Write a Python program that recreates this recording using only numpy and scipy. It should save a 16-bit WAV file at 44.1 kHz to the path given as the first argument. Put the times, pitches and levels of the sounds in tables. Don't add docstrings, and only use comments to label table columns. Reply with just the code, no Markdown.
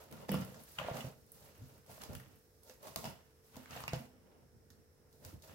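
import sys
import numpy as np
from scipy import signal
from scipy.fft import rfft, irfft
from scipy.io import wavfile

SR = 44100
rng = np.random.default_rng(int(sys.argv[2]) if len(sys.argv) > 2 else 0)


def master_out(mix):
    frames = np.transpose(np.atleast_2d(mix))
    ceiling = np.clip(frames, -1, 1)
    pcm = np.round(ceiling * 32767).astype(np.int16)
    wavfile.write(sys.argv[1], SR, pcm)


N = 244314
STEP = 40

# pitch in Hz, likeness (0 unrelated, 1 the same).
LEFT_RIGHT_LIKENESS = [(25, 0.32), (60, 0.59), (125, 0.82), (250, 0.33), (500, 0.62), (1000, 0.029),
                       (2000, 0.037), (16000, 0.015)]


def coloured(spectrum, grain=1):
    hz = np.maximum(np.arange(N // 2 + 1) * SR / N, 1)
    mid, side = rfft(rng.standard_normal((2, N)) * grain)
    alike = np.clip(at_hz(LEFT_RIGHT_LIKENESS, hz), -1, 1)
    shared = np.sqrt(1 + alike) * mid
    opposed = np.sqrt(1 - alike) * side * [[1], [-1]]
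    return rms_one(irfft((shared + opposed) * from_db(at_hz(spectrum, hz)), N))


# start in seconds, rise in seconds, hold in seconds,
# blade hiss, wet drag, board rub and table rumble levels in dB, favoured board pitch in Hz,
# favoured table pitch in Hz.
STROKES = [(0.0, 0.0017, 0.028, -63, -64, -57.5, -56.5, 550, 118),
           (0.073, 0.059, .11, -66, -65, -56.5, -52, 556, 161),
           (0.281, 0.0063, 0.13, -58.5, -55, -50.5, -41, 535, 178),
           (0.452, 0.026, 0.14, -64.5, -66.5, -61, -55.5, 563, 136),
           (0.637, 0.051, 0.093, -60.5, -69, -68, -63.5, 494, 118),
           (0.775, 0.012, 0.038, -65, -48.5, -70, -56, 700, 150),
           (0.829, 0.036, 0.047, -61, -52, -49, -48.5, 653, 151),
           (0.924, 0.022, 0.046, -56, -53, -44, -46, 720, 185),
           (1.022, 0.022, .03, -61, -62, -50.5, -51, 530, 140),
           (1.15, .02, 0.14, -73, -85, -75, -68, 480, 104),
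           (1.293, 0.069, 0.092, -64, -72.5, -69, -64, 510, 103),
           (1.41, 0.042, .06, -69.5, -69.5, -63.5, -58.5, 500, 100),
           (1.526, .03, 0.084, -69.5, -71, -70.5, -56.5, 480, 99),
           (1.645, .02, 0.12, -69, -73, -68.5, -60.5, 520, 111),
           (1.859, 0.042, 0.063, -60, -66, -60, -64.5, 700, 145),
           (1.983, 0.032, 0.021, -60, -59, -55.5, -56, 690, 175),
           (2.087, 0.0047, 0.061, -64, -64.5, -56, -44, 460, 103),
           (2.195, 0.017, 0.13, -72, -71.5, -71.5, -59.5, 500, 101),
           (2.348, 0.017, 0.3, -76, -90, -87, -83, 475, 100),
           (2.63, .06, 0.016, -61, -71, -64, -69, 510, 210),
           (2.81, 0.043, 0.04, -58, -62, -53, -59, 650, 164),
           (2.9, 0.016, .03, -69, -69, -57.5, -61, 600, 158),
           (2.96, 0.0076, 0.095, -56, -67, -51, -47, 700, 145),
           (3.035, 0.025, 0.032, -64, -58, -55.5, -41.5, 740, 159),
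           (3.128, 0.022, 0.068, -75, -73, -71, -67, 620, 130),
           (3.235, .02, 0.14, -78.5, -80, -96, -75, 467, 100),
           (3.413, 0.037, 0.11, -70.5, -78.5, -82, -84, 485, 128),
           (3.519, 0.028, 0.095, -67, -64.5, -63, -56.5, 600, 162),
           (3.68, 0.041, 0.088, -58.5, -53.5, -54.5, -52.5, 680, 142),
           (3.81, 0.017, 0.14, -66, -72, -72, -51.5, 910, 131),
           (3.919, 0.0053, 0.041, -61.5, -56.5, -78, -45.5, 590, 148),
           (3.986, 0.0083, .04, -66.5, -70.5, -76, -56, 612, 202),
           (4.09, 0.049, .3, -89, -79, -70.5, -66, 500, 184),
           (4.515, 0.019, 0.091, -106, -103, -78, -59.5, 470, 96),
           (4.674, 0.032, 0.11, -88, -85, -83, -61, 470, 96),
           (4.947, 0.027, 0.11, -101, -88, -72.5, -73, 475, 118),
           (5.087, .04, 0.097, -74, -87, -76, -72, 465, 145),
           (5.213, 0.047, 0.039, -61, -65.5, -60, -53, 595, 140),
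           (5.302, .02, 0.046, -83, -84, -70, -52.5, 505, 104),
           (5.408, 0.03, 0.037, -64, -70, -60, -62, 580, 168),
           (5.469, 0.031, .05, -67.5, -63, -56.5, -49.5, 600, 138)]
# pitch in Hz, relative level in dB per Hz.
HISS_SPECTRUM = [(6000, -56), (8000, -7), (10000, -5.5), (12500, -2), (14500, -5), (16500, -4.5)]
# pitch in Hz, relative level in dB per Hz.
RASP_SPECTRUM = [(2600, -25), (3500, -7.5), (4500, -4.5), (6600, -5), (8000, -8.5), (10000, -47)]
# pitch in Hz, relative level in dB per Hz.
DRAG_SPECTRUM = [(410, -24), (700, -11), (757, -9), (905, -6), (971, -6), (1240, -5), (1600, -7),
                 (1880, -7), (2380, -10), (2840, -7.5), (3220, -11.5), (4500, -20.5), (5850, -36),
                 (9900, -120)]
# pitch in Hz, relative level in dB, seconds to fade by 60 dB.
BOARD_MODES = [(361, -7.5, 0.047), (460.4, -8, 0.047), (511.5, -6, 0.16), (552, 1.5, 0.021),
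               (643, -1, 0.052), (704, -5, 0.05), (815, -6, 0.068), (911, -4, 0.058), (1060, -6.5, 0.028),
               (1260, -10, 0.032), (1402, -7.5, 0.16)]
# pitch in Hz, relative level in dB, seconds to fade by 60 dB.
TABLE_MODES = [(72.5, 3, 0.083), (90, 4.5, 0.071), (132, -1, 0.27), (157.4, -3.5, 0.18), (189.5, -5, 0.35),
               (223.8, -3.5, 0.25), (252.3, -2, 0.34), (316, -3.5, 0.074)]
HISS_FALL, DRAG_FALL, RUB_FALL, RUMBLE_FALL = 160, 164, 260, 240
RASP_DB, RASP_FROM_DRAG = -4, 0.14


def handling():
    hiss_db, drag_db, rub_db, rumble_db, board_hz, table_hz = np.transpose(STROKES)[3:]
    rasp_db = RASP_DB + hiss_db + RASP_FROM_DRAG * (drag_db - hiss_db)
    layers = [(hiss_db, HISS_FALL), (rasp_db, HISS_FALL), (drag_db, DRAG_FALL),
              (rub_db, RUB_FALL), (rumble_db, RUMBLE_FALL)]
    powers = [stroke_power(*layer) for layer in layers]
    hiss, rasp, drag, rub, rumble = [every_sample(np.sqrt(p.sum(axis=0))) for p in powers]

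    board_power, table_power = powers[3:]
    board_hz = every_sample(board_hz @ board_power / board_power.sum(axis=0))
    table_hz = every_sample(table_hz @ table_power / table_power.sum(axis=0))

    out = hiss * coloured(HISS_SPECTRUM, slips(50, spread_db=-0.5, decay_s=0.0034))
    out += rasp * coloured(RASP_SPECTRUM, slips(50, spread_db=-6.5, decay_s=0.0047))
    out += drag * coloured(DRAG_SPECTRUM, slips(50, spread_db=0.0, decay_s=0.0031))
    board_slips = slips(35, spread_db=1.0, decay_s=0.021)
    out += rub * rubbed(BOARD_MODES, board_slips, board_hz, narrow_db=4.5)
    table_slips = slips(20, spread_db=4.5, decay_s=0.016)
    out += rumble * rubbed(TABLE_MODES, table_slips, table_hz, narrow_db=5.5)
    return out


RISE_DB = 14


def stroke_power(peak_db, fall_db_per_s):
    start, rise, hold = np.transpose(STROKES)[:3, :, None]
    age = np.arange(0, N + STEP, STEP) / SR - start
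    rise = np.maximum(rise, 0.002)
    climb_db = RISE_DB * np.minimum(age / rise - 1, 0)
    fall_db = fall_db_per_s * np.maximum(age - rise - hold, 0)
    return from_db(np.maximum(peak_db[:, None] + climb_db - fall_db, -150)) ** 2


# start in seconds, then hiss, rasp and dull levels in dB
# before each layer's trim, pitch of the dull part in Hz, left-right balance in dB (plus is left).
TICKS = [(0.112, -48.5, -64, -62, 1040, -2), (0.125, -51, -54.5, -45, 1390, 0),
         (0.2921, -45, -46.5, -31, 960, 0), (0.317, -33, -64, -36.5, 3100, 6.5),
         (0.3421, -39, -52, -32.5, 1380, 1), (0.413, -50, -55, -67, 2610, -5),
         (0.4476, -45, -64, -59, 1200, 6), (0.5438, -63, -56, -52, 1750, 0),
         (0.603, -57, -83, -70, 1250, 12), (0.636, -49, -67, -63, 1540, 6),
         (0.7865, -46, -45, -33, 3140, 2.5), (0.7967, -67, -58, -34, 1180, 8),
         (0.9692, -44.5, -50, -42, 2850, -6), (1.0077, -53, -50.5, -49, 2850, -6),
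         (1.3186, -42, -75, -75, 1550, 3), (1.863, -59, -69, -66, 1500, -2),
         (1.9146, -52, -61, -57.5, 2940, 0.5), (1.978, -68, -71, -58, 1050, -3),
         (2.0177, -55, -50, -53, 1250, 1), (2.036, -43, -49, -43, 1040, -3),
         (2.132, -49, -56, -69, 1790, -6), (2.151, -40.5, -52.5, -43, 3270, 3.5),
         (2.1991, -57, -66, -53, 2140, 2), (2.633, -53, -67, -77, 1000, -2.5),
         (2.6963, -59, -54, -54, 2650, -4), (2.829, -51, -57.5, -52, 1210, -1),
         (2.8698, -50, -55, -47, 1130, -5), (2.9601, -29, -35, -31, 1140, 0),
         (3.042, -60, -48, -51, 2850, -1), (3.054, -43.5, -47.5, -35, 1000, 2),
         (3.557, -54, -61, -49, 1030, 4), (3.5668, -49, -54, -68, 1110, -2.0),
         (3.6577, -63, -61, -50, 2220, -2), (3.7083, -57, -51.5, -52, 2710, 4),
         (3.764, -51, -53, -57, 1700, -6), (3.804, -57, -70, -44, 1240, 9),
         (3.8376, -55, -49, -39.5, 1220, -2), (3.8794, -40.5, -42.5, -31.5, 2720, 0.5),
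         (3.9334, -44, -40.5, -32.5, 1030, -3), (4.703, -57, -59.5, -63.5, 1840, -1),
         (5.1275, -65, -67, -90, 1900, 0), (5.249, -42.5, -51, -52, 2620, 0),
         (5.4217, -55, -56, -75, 1010, 0), (5.476, -61, -62, -67, 1680, 0.5)]
TICK_T60_S, SLIDE_T60_S = 0.013, 0.25
FOCUS_PER_KHZ, RING_CYCLES = 0.042, 17
SLIDE_DB, SLIDE_SHRINKS, SOFT_TICK_DB = -12.5, 0.32, -54


def ticks():
    hiss, rasp, dull = np.zeros((3, 2, N))
    age = np.arange(4000) / SR
    crackle = coloured(DRAG_SPECTRUM)
    for s, hiss_db, rasp_db, dull_db, hz, pan_db in TICKS:
        i = round(s * SR)
        here = slice(i, i + 4000)
        sides = from_db([[pan_db / 2], [-pan_db / 2]])
        hardness_db = max(hiss_db, rasp_db, dull_db) - SOFT_TICK_DB
        slide_db = SLIDE_DB - SLIDE_SHRINKS * hardness_db
        snap = from_db(-60 * age / TICK_T60_S)
        slide = from_db(slide_db - 60 * age / SLIDE_T60_S)
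        onset = 1 - np.exp(-age / 0.00011)
        fade = (sides * onset * (snap + slide))[:, :N - i]
        hiss[:, here] += from_db(hiss_db - 1.5) * fade
        rasp[:, here] += from_db(rasp_db + 1.0) * fade
        burst = crackle[:, here] * fade
        resonance = FOCUS_PER_KHZ * hz / 1000 * ring(burst, hz, RING_CYCLES / hz)
        dull[:, here] += from_db(dull_db - 3.0) * (0.74 * burst + resonance)
    return hiss * coloured(HISS_SPECTRUM) + rasp * coloured(RASP_SPECTRUM) + dull


# start in seconds, board level in dB before trim, favoured board pitch in Hz,
# table level in dB before trim, favoured table pitch in Hz.
KNOCKS = [(0.124, -46, 530, -46.5, 220), (0.291, -30, 510, -28, 193), (0.316, -26.5, 504, -24.5, 184),
          (0.342, -30, 505, -29.5, 178), (0.346, -28, 1350, -48, 180), (0.361, -39, 505, -53, 180),
          (0.444, -57, 480, -41.5, 140), (0.521, -43, 480, -54, 146.3), (0.786, -31, 1070, -51, 127),
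          (0.796, -33, 584, -47, 149), (0.814, -27, 626, -42, 153), (0.847, -34, 524, -49, 95),
          (0.885, -26, 714, -65, 132), (0.912, -32, 666, -36.5, 144), (0.956, -34, 610, -48, 250),
          (0.984, -37, 506, -41, 230), (1.043, -33, 535, -40, 132), (1.068, -40, 431, -43.5, 152),
          (1.588, -66, 447, -53, 88.8), (1.893, -45, 724, -81, 108), (1.976, -45, 616, -58, 105),
          (2.097, -50, 480, -49, 149), (2.109, -38.5, 440, -49, 92.5), (2.146, -50, 466, -51, 80),
          (2.165, -54, 407, -41, 82), (2.195, -45, 442, -48, 127), (2.695, -41, 450, -62.5, 229),
          (2.87, -42, 646, -56, 237), (2.96, -32.5, 705, -49, 132), (3.041, -33.5, 750, -42.5, 137),
          (3.051, -31, 865, -40.5, 192), (3.073, -41.5, 880, -45.5, 124), (3.566, -38.5, 620, -46, 252),
          (3.763, -35.5, 680, -48, 120), (3.837, -33, 990, -51, 85), (3.881, -39, 1250, -44.5, 130),
          (3.932, -25.5, 630, -29.5, 146), (3.994, -50, 636, -42.5, 234), (5.254, -56, 401, -49, 96),
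          (5.479, -45, 590, -64, 94)]


def knocks():
    s, board_db, board_hz, table_db, table_hz = np.transpose(KNOCKS)
    board = struck(BOARD_MODES, s, board_db - 8, board_hz,
                   narrow_db=19.0, spread_db=2.5, contact_s=0.00019)
    table = struck(TABLE_MODES, s, table_db - 0.5, table_hz,
                   narrow_db=33.0, spread_db=0.0, contact_s=0.002)
    return board + table


# start in seconds, level of the blade tones in dB,
# level of the tip tones in dB, seconds to fade by 60 dB.
RATTLES = [(0.215, -67, -81, .25), (0.293, -68, -49.5, 0.11), (0.322, -44, -54, 0.13),
           (0.343, -55, -57, 0.24), (0.41, -80, -60, 0.22), (0.788, -44, -71, 0.06), (0.82, -72, -81, .8),
           (0.971, -63, -71, 0.086), (1.006, -46.5, -74, 0.08), (3.043, -52, -54, 0.32),
           (3.888, -50, -48, 0.06), (3.94, -55, -56, 0.22)]
# pitch in Hz, relative level in dB, seconds to fade by 60 dB.
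SCISSOR_MODES = [(2020, -8, 0.032), (2600, -8.5, 0.03), (2874, 0.5, 0.017), (3490, -6.5, 0.03),
                 (4760, 12, 0.027), (5180, 12, 0.021), (5450, 11, 0.015)]


def rattle():
    t = np.arange(N) / SR
    blade, tip = np.zeros((2, N))
    for s, blade_db, tip_db, t60 in RATTLES:
        settling = (t >= s) * from_db(-60 * np.clip(t - s, 0, t60 * 2) / t60)
        blade += from_db(blade_db) * settling
        tip += from_db(tip_db) * settling
    chatter = slips(300, spread_db=1.5, decay_s=0.001)
    return blade * rubbed(SCISSOR_MODES[:4], chatter) + tip * rubbed(SCISSOR_MODES[4:], chatter)


# pitch in Hz, relative level in dB per Hz.
ROOM_SPECTRUM = [(15, -65), (30, -7.5), (60, -1.5), (90, 0.5), (170, -18.5), (240, -13.5), (350, -9.5),
                 (440, -14), (600, -16), (1100, -24), (1700, -22.5), (3000, -33.5), (4700, -30),
                 (5400, -22.5), (6200, -30), (16500, -30.5)]
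# pitch in Hz, middle of its wavering rms level in dB.
HUM_LINES = [(97, -94.5), (145, -80.5), (199, -84.5), (242, -92.5), (393, -87), (444, -77.5), (493, -79)]
ROOM_TONE_DB = -68.5


def room_tone():
    t = np.arange(N) / SR
    hum = np.zeros(N)
    for hz, db in HUM_LINES:
        height = np.sqrt(2) * from_db(db + 2.0 * drift(11.0))
        hum += height * np.sin(2 * np.pi * hz * t + 0.57 * drift(2.35))
    return from_db(ROOM_TONE_DB) * coloured(ROOM_SPECTRUM) + hum


KITCHEN_T60_S, WALL_CUT_HZ = 0.41, 11400


def kitchen(x):
    out = np.zeros((2, N))
    dull = np.exp(-2 * np.pi * WALL_CUT_HZ / SR)
    lags = (rng.uniform(0.0081, 0.03, 12) * SR).astype(int)
    for k, lag in enumerate(lags):
        loop, state = x.copy(), [0.]
        gain = from_db(-60 * lag / SR / KITCHEN_T60_S)
        for i in range(lag, N, lag):
            back, state = signal.lfilter([gain * (1 - dull)], [1, -dull], loop[i - lag:i], zi=state)
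            loop[i:i + lag] += back[:N - i]
        out[k % 2] += (loop - x) * (-1) ** (k // 2)
    return out


def rubbed(modes, grain, favoured_hz=None, narrow_db=0.0):
    force = coloured([(20, 0), (20000, 0)], grain)
    out, power = 0, 0
    for k, (hz, db, t60) in enumerate(modes):
        if favoured_hz is not None:
            db = db - narrow_db * np.abs(np.log2(hz / favoured_hz))
        gain = from_db(db)
        out = out + gain * rms_one(ring(force, hz, t60)) * (-1) ** k
        power = power + gain ** 2
    return out / np.sqrt(power)


def struck(modes, times, peak_db, favoured_hz, narrow_db, spread_db, contact_s):
    at = np.round(times * SR).astype(int)
    out = np.zeros((2, N))
    for hz, db, t60 in modes:
        chance = rng.standard_normal((len(at), 4))
        level_db = peak_db + db - narrow_db * np.abs(np.log2(hz / favoured_hz))
        vary_db = spread_db * (chance[:, 0] + 0.56 * chance[:, 1:3].T)
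        clicks = np.zeros((2, N))
        clicks[:, at] = np.sign(chance[:, 3]) * from_db(level_db + vary_db)
        out += ring(clicks, hz, t60)
    push = np.hanning(max(round(contact_s * SR), 1) + 2)[1:-1]
    return signal.lfilter(push / push.sum(), [1], out)


def slips(per_s, spread_db, decay_s):
    strength = from_db(spread_db * np.minimum(rng.exponential(1, N), 4))
    born = (rng.random(N) < per_s / SR) * strength
    return 1 + signal.lfilter([1], [1, -np.exp(-1 / (decay_s * SR))], born)


def ring(clicks, hz, t60):
    r, w = from_db(-60 / (t60 * SR)), 2 * np.pi * hz / SR
    return signal.lfilter([0, np.sin(w)], [1, -2 * r * np.cos(w), r * r], clicks + 1e-18)


def drift(rate):
    r = np.exp(-2 * np.pi * rate * STEP / SR)
    noise = rng.standard_normal(N // STEP + 2002)
    slow = signal.lfilter([1], [1, -2 * r, r * r], noise)[2000:]
    return every_sample(rms_one(slow))


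def every_sample(coarse):
    return np.interp(np.arange(N) / STEP, np.arange(len(coarse)), coarse)


def at_hz(points, hz):
    table_hz, value = np.transpose(points)
    return np.interp(np.log(hz), np.log(table_hz), value)


def from_db(db):
    return 10 ** (np.asarray(db) / 20)


def rms_one(x):
    return x / np.sqrt(np.mean(x ** 2) + 1e-20)


def scene():
    hits = knocks() + ticks()
    airborne = signal.lfilter(*signal.butter(2, 300, "high", fs=SR), hits.mean(axis=0))
    return hits + from_db(-13.0) * kitchen(airborne) + handling() + rattle() + room_tone()


PORT_LAG, PORT_PAN_DB = 3, -1.5
BASS_CUT_HZ, TOP_CUT_HZ = 32, 16200


def record(dry):
    left = np.pad(dry[0], (PORT_LAG, 0))[:N] * from_db(PORT_PAN_DB / 2)
    right = dry[1] * from_db(-PORT_PAN_DB / 2)
    bass_cut = signal.butter(2, BASS_CUT_HZ, "high", fs=SR, output="sos")
    top_cut = signal.cheby2(20, 50, TOP_CUT_HZ, fs=SR, output="sos")
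    return signal.sosfilt(top_cut, signal.sosfilt(bass_cut, np.array([left, right])))


dry = scene()
out = record(dry)
master_out(out)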